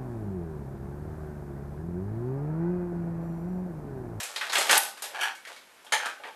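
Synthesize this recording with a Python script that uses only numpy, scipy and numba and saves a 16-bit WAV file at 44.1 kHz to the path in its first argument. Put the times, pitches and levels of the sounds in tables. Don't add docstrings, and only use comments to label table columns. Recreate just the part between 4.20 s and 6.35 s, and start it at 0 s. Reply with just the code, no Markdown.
import sys
import numpy as np
from scipy import signal
from scipy.fft import rfft, irfft, next_fast_len
from scipy.io import wavfile
from scipy.ndimage import uniform_filter1d
from numba import njit

SR = 44100
rng = np.random.default_rng(int(sys.argv[2]) if len(sys.argv) > 2 else 0)


def to_wav(s):
    ch = np.atleast_2d(s).T
    pcm = np.round(np.clip(ch, -1, 1) * 32767)
    wavfile.write(sys.argv[1], SR, pcm.astype(np.int16))


N = 94815
TIME_S = np.arange(20480) / SR

# start in seconds, level in dB, bass shelf in dB, treble shelf in dB,
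# crack over the ring in dB, casing modes in dB, the part's own resonance in Hz, its lift in dB.
KNOCK_EVENTS = [(0.001, -27, -9.5, 3.5, -4.5, -41, 590, 15.5), (0.03, -28, 4, 16, -3, -30, 2500, 14.5),
                (0.160, -26.5, -3.5, -1.5, 1, -20, 4140, 8.5), (0.176, -38, 3, -3, 6, -14, 2200, 8),
                (0.21, -23.5, -9.5, -13, -0.5, -12, 1280, 6.5), (0.296, -27.5, 4, 0, -9, -7, 4060, 13),
                (0.330, -20, -2, 0, -11, -20, 2400, 0.5), (0.3547, -20.5, -2, -6, 11, -22, 3270, 7.5),
                (0.369, -20, -4, -7, -21, -7, 2410, -7), (0.382, -20.5, 17, 15.5, -1, -6, 397, -1),
                (0.411, -33, 11, 3, 3, -6, 2000, -8), (0.4937, -14, -6.5, -6.5, -3, 0, 1700, 2),
                (0.510, -15.5, 6.5, 8, 5.5, -12, 1700, 5), (0.517, -26, 7, -36, 10, -33, 3620, 1),
                (0.528, -17, 10, 12.5, 3, 8.5, 2650, 16), (0.5373, -25, -1, 4, 1, -28, 3050, -9),
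                (0.562, -25.5, -3, -4, 15.5, -4, 850, 23), (0.5721, -30.5, 6, 2, 20.5, -19, 2780, 4),
                (0.772, -37.5, -7, 0, -33, -20, 1180, 9), (0.8212, -27, 1, 8.5, -1, -10, 11400, 5.5),
                (0.838, -30.5, 3, -3.5, -30, -21, 1470, -5.5), (1.15, -41, -24, 8.5, -16, -15, 1520, 14),
                (1.2504, -40.5, -21, -4, 10, -13, 1860, 12), (1.271, -36.5, 1, -5, -10, -22, 1980, -2),
                (1.326, -42.5, 0, 0, -3, -22, 3730, 7), (1.362, -42.5, -7, -2.5, -4, -16, 4000, 6.5),
                (1.646, -45, 13, 14, -8, -12, 865, 17), (1.665, -46.5, 6, -3, 5, 3.5, 3200, 11),
                (1.857, -28.5, 9, 0.5, 6.5, 1, 1490, 10), (1.996, -43.5, 18, -29, -9, -3, 850, 6),
                (2.0356, -35, -3, -24, 4, -3, 2900, -1.5), (2.048, -38, 23, -3, -11, -29, 520, 3)]
# start in seconds, length in seconds, level in dB, bass shelf in dB,
# treble shelf in dB, edge ringing in dB, the part's own resonance in Hz, its lift in dB.
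SCRAPE_EVENTS = [(0.0, 0.17, -45.5, 7.5, 4, -37, 1350, 5), (0.227, 0.079, -41, -1, -4.5, -25, 722, 5.5),
                 (0.32, 0.10, -30, 1, -2, -24, 2200, 2.5), (0.422, 0.063, -34, 6.5, 1.5, -31, 850, 2),
                 (0.497, 0.079, -22, 1, 0.5, -20, 237, 10), (0.895, 0.06, -48.5, 9.5, -21, -19, 547, 1),
                 (0.94, 0.058, -40, 5.5, -9, 1, 814, 15), (1.014, 0.068, -38, -7, -12.5, 2.5, 1110, 7),
                 (1.286, 0.023, -48, 9, -6, -28, 1000, 4), (1.797, 0.091, -39, -1.5, -14, -2.5, 1420, 6.5),
                 (2.05, 0.034, -45, -1, -14, -14, 880, 13)]
# start in seconds, level in dB.
EDGE_TAP_EVENTS = [(1.005, -31.5), (1.0105, -23), (1.031, -23.5), (1.053, -35)]
# start in seconds, level in dB.
LATCH_EVENTS = [(1.7215, -17.5), (1.727, -23.5), (1.736, -31)]
# start in seconds, level in dB.
CLINK_EVENTS = [(0.5785, -3), (0.634, -18.5)]
# start in seconds, level in dB.
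PING_EVENTS = [(1.174, -49), (1.272, -50), (1.363, -49)]

# frequency in Hz, relative level in dB, t60 in seconds.
CASING_MODES = [(209.4, -24.5, 0.37), (251, -14, 0.31), (567, -4.5, 0.31), (794, -3, 0.4),
                (879, 5.5, 0.087), (1184, 3, 0.21), (1503, 5, 0.37), (1744, 0.5, 0.18), (2025, -4, 0.25),
                (2800, 7.5, 0.061), (3440, 4.5, 0.053)]
# frequency in Hz, relative level in dB, t60 in seconds.
STEEL_MODES = [(4888, -5, .22), (8220, -4, .15), (10410, -7, .15), (12260, 0, .12)]
# frequency in Hz, relative level in dB, t60 in seconds.
SPRING_MODES = [(2227, 0, 0.17), (2270, -7, 0.1)]
# frequency in Hz, width at -6 dB in Hz, relative level in dB.
EDGE_RESONANCES = [(380, 95, -20), (880, 320, -7), (1420, 180, -5), (1666, 166, 2), (2370, 370, -8.5),
                   (3060, 530, -9), (4470, 230, -14), (5780, 330, -15.5), (7900, 9000, -24.5)]
# frequency in Hz, width at -6 dB in Hz, relative level in dB.
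LATCH_RESONANCES = [(236, 91, -25), (564, 187, -8.5), (844, 135, 1.5), (1280, 500, -8.5), (1760, 260, 1),
                    (2160, 290, 0), (3080, 670, -6.5), (4300, 2500, -15), (6420, 490, -10),
                    (7170, 1200, -15), (9280, 940, -13), (11700, 1600, -23.5)]

# frequency in Hz, relative level in dB.
PLASTIC_COLOUR = [(60, -46.5), (150, -28.5), (230, -26), (400, -8), (660, -3), (840, -1), (1020, -3),
                  (1650, 0.5), (2500, -3.5), (3200, -1.5), (5200, -7), (6600, -7.5), (8200, -8),
                  (9500, -10.5), (12500, -13.5)]
# frequency in Hz, relative level in dB.
METAL_COLOUR = [(100, -65), (1000, -10.5), (4000, -8.5), (7000, -12), (8200, 0.5), (9500, -5.5),
                (12500, -0.5)]
# frequency in Hz, relative level in dB.
AIR_COLOUR = [(25, 3), (60, -5), (130, -11), (250, -3), (500, 0.5), (1200, 1), (2300, -0.5), (4500, -8),
              (8000, -11), (12500, -11.5)]
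# frequency in Hz, t60 in seconds.
ROOM_DECAY = [(200, 0.25), (600, 0.44), (1500, 0.29), (4000, 0.38), (10000, 0.26)]

BASS_HZ, MID_HZ, UPPER_HZ, TREBLE_HZ = 530, 1620, 2600, 7100
PART_OCTAVES = 0.26
ATTACK_S, CRACK_T60_S, RING_T60_S = 0.00078, 0.031, 0.25
TICKS_PER_S, TICK_SPREAD_DB = 1400, 4
SCRAPE_RISE_S, SCRAPE_FALL_S = 0.0015, 0.02
EDGE_T60_S, LATCH_T60_S = 0.13, 0.18
CHATTER_SPREAD_DB, CHATTER_STEP = 2, SR // 1000
CLINK_T60_S, STEEL_DB = 0.04, -25
AIR_DB = -55.5
ROOM_DB, ROOM_DELAY_S, ROOM_BUILD_S = -6.5, 0.0048, 0.0017
LIMIT_DB, LIMIT_RATIO, LIMIT_ATTACK_S, LIMIT_RELEASE_S = -13.5, 21, 0.0027, 0.1
LOW_CUT_HZ, TOP_HZ = 110, 12700


def knocks(size=8192):
    panels, casing = np.zeros(N), np.zeros(N)
    ring = modes(CASING_MODES)[:2 * size]
    crack, body = fade(CRACK_T60_S)[:size], fade(RING_T60_S)[:size]
    rise = attack()[:size]
    for start, db, bass_db, treble_db, crack_db, modes_db, part_hz, lift_db in KNOCK_EVENTS:
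        envelope = rise * (undb(crack_db) * crack + body) / 2
        burst = rng.standard_normal(size) * envelope
        plastic = colour(PLASTIC_COLOUR, bass_db, treble_db, part_hz, lift_db)
        add(panels, start, undb(db) * through(burst, plastic))
        add(casing, start, undb(db + modes_db) / 2 * ring)
    return panels, low_cut(casing)


def scrapes(size=8192):
    out, t = np.zeros(N), TIME_S[:size]
    for start, length, db, bass_db, treble_db, edge_db, part_hz, lift_db in SCRAPE_EVENTS:
        ticks = rng.random(size) < TICKS_PER_S / SR
        signs = rng.choice([-1, 1], size)
        strengths = undb(TICK_SPREAD_DB * rng.standard_normal(size))
        slips = unit(ticks * signs * strengths)
        rise = 1 - np.exp(-t / SCRAPE_RISE_S)
        fall = np.exp(-np.maximum(t - length, 0) / SCRAPE_FALL_S)
        force = undb(db) * slips * rise * fall
        plastic = colour(PLASTIC_COLOUR, bass_db, treble_db, part_hz, lift_db)
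        add(out, start, through(force, plastic))
        add(out, start, undb(edge_db) * through(force, resonances(EDGE_RESONANCES, treble_db)))
    return out


def latch():
    return rattle(LATCH_EVENTS, LATCH_RESONANCES, LATCH_T60_S)


def panel_edge():
    return rattle(EDGE_TAP_EVENTS, EDGE_RESONANCES, EDGE_T60_S)


def rattle(hits, part, t60, size=12288):
    force = np.zeros(N)
    envelope = (fade(t60) * attack())[:size]
    for start, db in hits:
        noise = rng.standard_normal(size)
        steps = np.repeat(rng.standard_normal(size), CHATTER_STEP)[:size]
        chatter = unit(noise * undb(CHATTER_SPREAD_DB * steps))
        add(force, start, undb(db) * chatter * envelope)
    return through(force, resonances(part))


def screwdriver():
    out, ring = np.zeros(N), modes(STEEL_MODES)
    for start, db in CLINK_EVENTS:
        burst = rng.standard_normal(len(TIME_S)) * fade(CLINK_T60_S)
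        add(out, start, undb(db) * through(burst, colour(METAL_COLOUR)))
        add(out, start, undb(db + STEEL_DB) * ring)
    return out


def spring():
    out, ring = np.zeros(N), modes(SPRING_MODES)
    for start, db in PING_EVENTS:
        add(out, start, undb(db) * ring)
    return out


def room(x, count=6):
    noise = rfft(rng.standard_normal(len(TIME_S)))
    hz = np.fft.rfftfreq(len(TIME_S), 1 / SR)
    centres = np.geomspace(200, 11000, count)
    tail = np.zeros(len(TIME_S))
    for centre, peak in zip(centres, np.eye(count)):
        band = log_curve(hz, list(zip(centres, peak)))
        tail += irfft(noise * band) * fade(log_curve(centre, ROOM_DECAY))
    tail *= 1 - np.exp(-np.maximum(TIME_S - ROOM_DELAY_S, 0) / ROOM_BUILD_S)
    return undb(ROOM_DB) * through(x, tail / np.linalg.norm(tail))


def hiss():
    return undb(AIR_DB) * through(rng.standard_normal(N), colour(AIR_COLOUR))


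def modes(table):
    ring = np.zeros(len(TIME_S))
    for hz, db, t60 in table:
        ring += undb(db) * fade(t60) * np.sin(2 * np.pi * (hz * TIME_S + rng.random()))
    rms = np.sqrt(sum(undb(db) ** 2 for _, db, _ in table) / 2)
    return ring * attack() / rms


def resonances(table, treble_db=0, size=2048):
    hz = np.fft.rfftfreq(size, 1 / SR) + 1
    power = np.zeros(len(hz))
    for centre, width, db in table:
        detune = (hz - centre ** 2 / hz) / width
        power += undb(db) ** 2 / (1 + detune ** 2) ** 2
    tilt = log_curve(hz, [(MID_HZ, 0), (TREBLE_HZ, treble_db)])
    return causal(10 * np.log10(power) + tilt)


def colour(points, bass_db=0, treble_db=0, part_hz=1000, lift_db=0, size=1024):
    hz = np.fft.rfftfreq(size, 1 / SR)
    shelves = log_curve(hz, [(BASS_HZ, bass_db), (MID_HZ, 0), (UPPER_HZ, 0), (TREBLE_HZ, treble_db)])
    octaves = np.log2((hz + 1) / part_hz)
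    lift = lift_db / (1 + (octaves / PART_OCTAVES) ** 2)
    return causal(log_curve(hz, points) + shelves + lift)


def causal(db):
    cepstrum = irfft(np.log(undb(db)))
    half = len(cepstrum) // 2
    cepstrum[1:half] *= 2
    cepstrum[half + 1:] = 0
    response = irfft(np.exp(rfft(cepstrum)))
    return response / np.linalg.norm(response)


def through(x, response):
    n = next_fast_len(len(x) + len(response), True)
    return irfft(rfft(x, n) * rfft(response, n), n)[:N]


def low_cut(x):
    return signal.sosfilt(signal.butter(2, LOW_CUT_HZ, "high", fs=SR, output="sos"), x)


def add(out, start, x):
    i = int(start * SR)
    part = x[:max(N - i, 0)]
    out[i:i + len(part)] += part


def log_curve(hz, points):
    f, v = np.array(sorted(points)).T
    return np.interp(np.log(hz + 1e-9), np.log(f), v)


def attack():
    return 1 - np.exp(-TIME_S / ATTACK_S)


def fade(t60):
    return np.exp(-np.log(1000) * TIME_S / t60)


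def unit(x):
    return x / np.sqrt(np.mean(x ** 2))


def undb(db):
    return 10 ** (np.asarray(db) / 20)


@njit
def follow(x, attack_step, release_step):
    out, level = np.empty(len(x)), 0.
    for i in range(len(x)):
        a = abs(x[i])
        level += (a - level) * (attack_step if a > level else release_step)
        out[i] = level
    return out


def scene():
    panels, casing = knocks()
    contacts = panels + scrapes() + latch() + panel_edge() + screwdriver()
    return (contacts + casing + spring() + room(contacts) + hiss())[None]


def record(dry):
    level = follow(dry[0], 1 / (LIMIT_ATTACK_S * SR), 1 / (LIMIT_RELEASE_S * SR))
    excess = np.maximum(level / undb(LIMIT_DB), 1)
    gain = uniform_filter1d(excess ** (1 / LIMIT_RATIO - 1), size=220)
    rounded = np.tanh(dry * gain)
    top_cut = signal.ellip(10, .2, 70, TOP_HZ, fs=SR, output="sos")
    return signal.sosfilt(top_cut, low_cut(rounded))


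dry = scene()
out = record(dry)
to_wav(out)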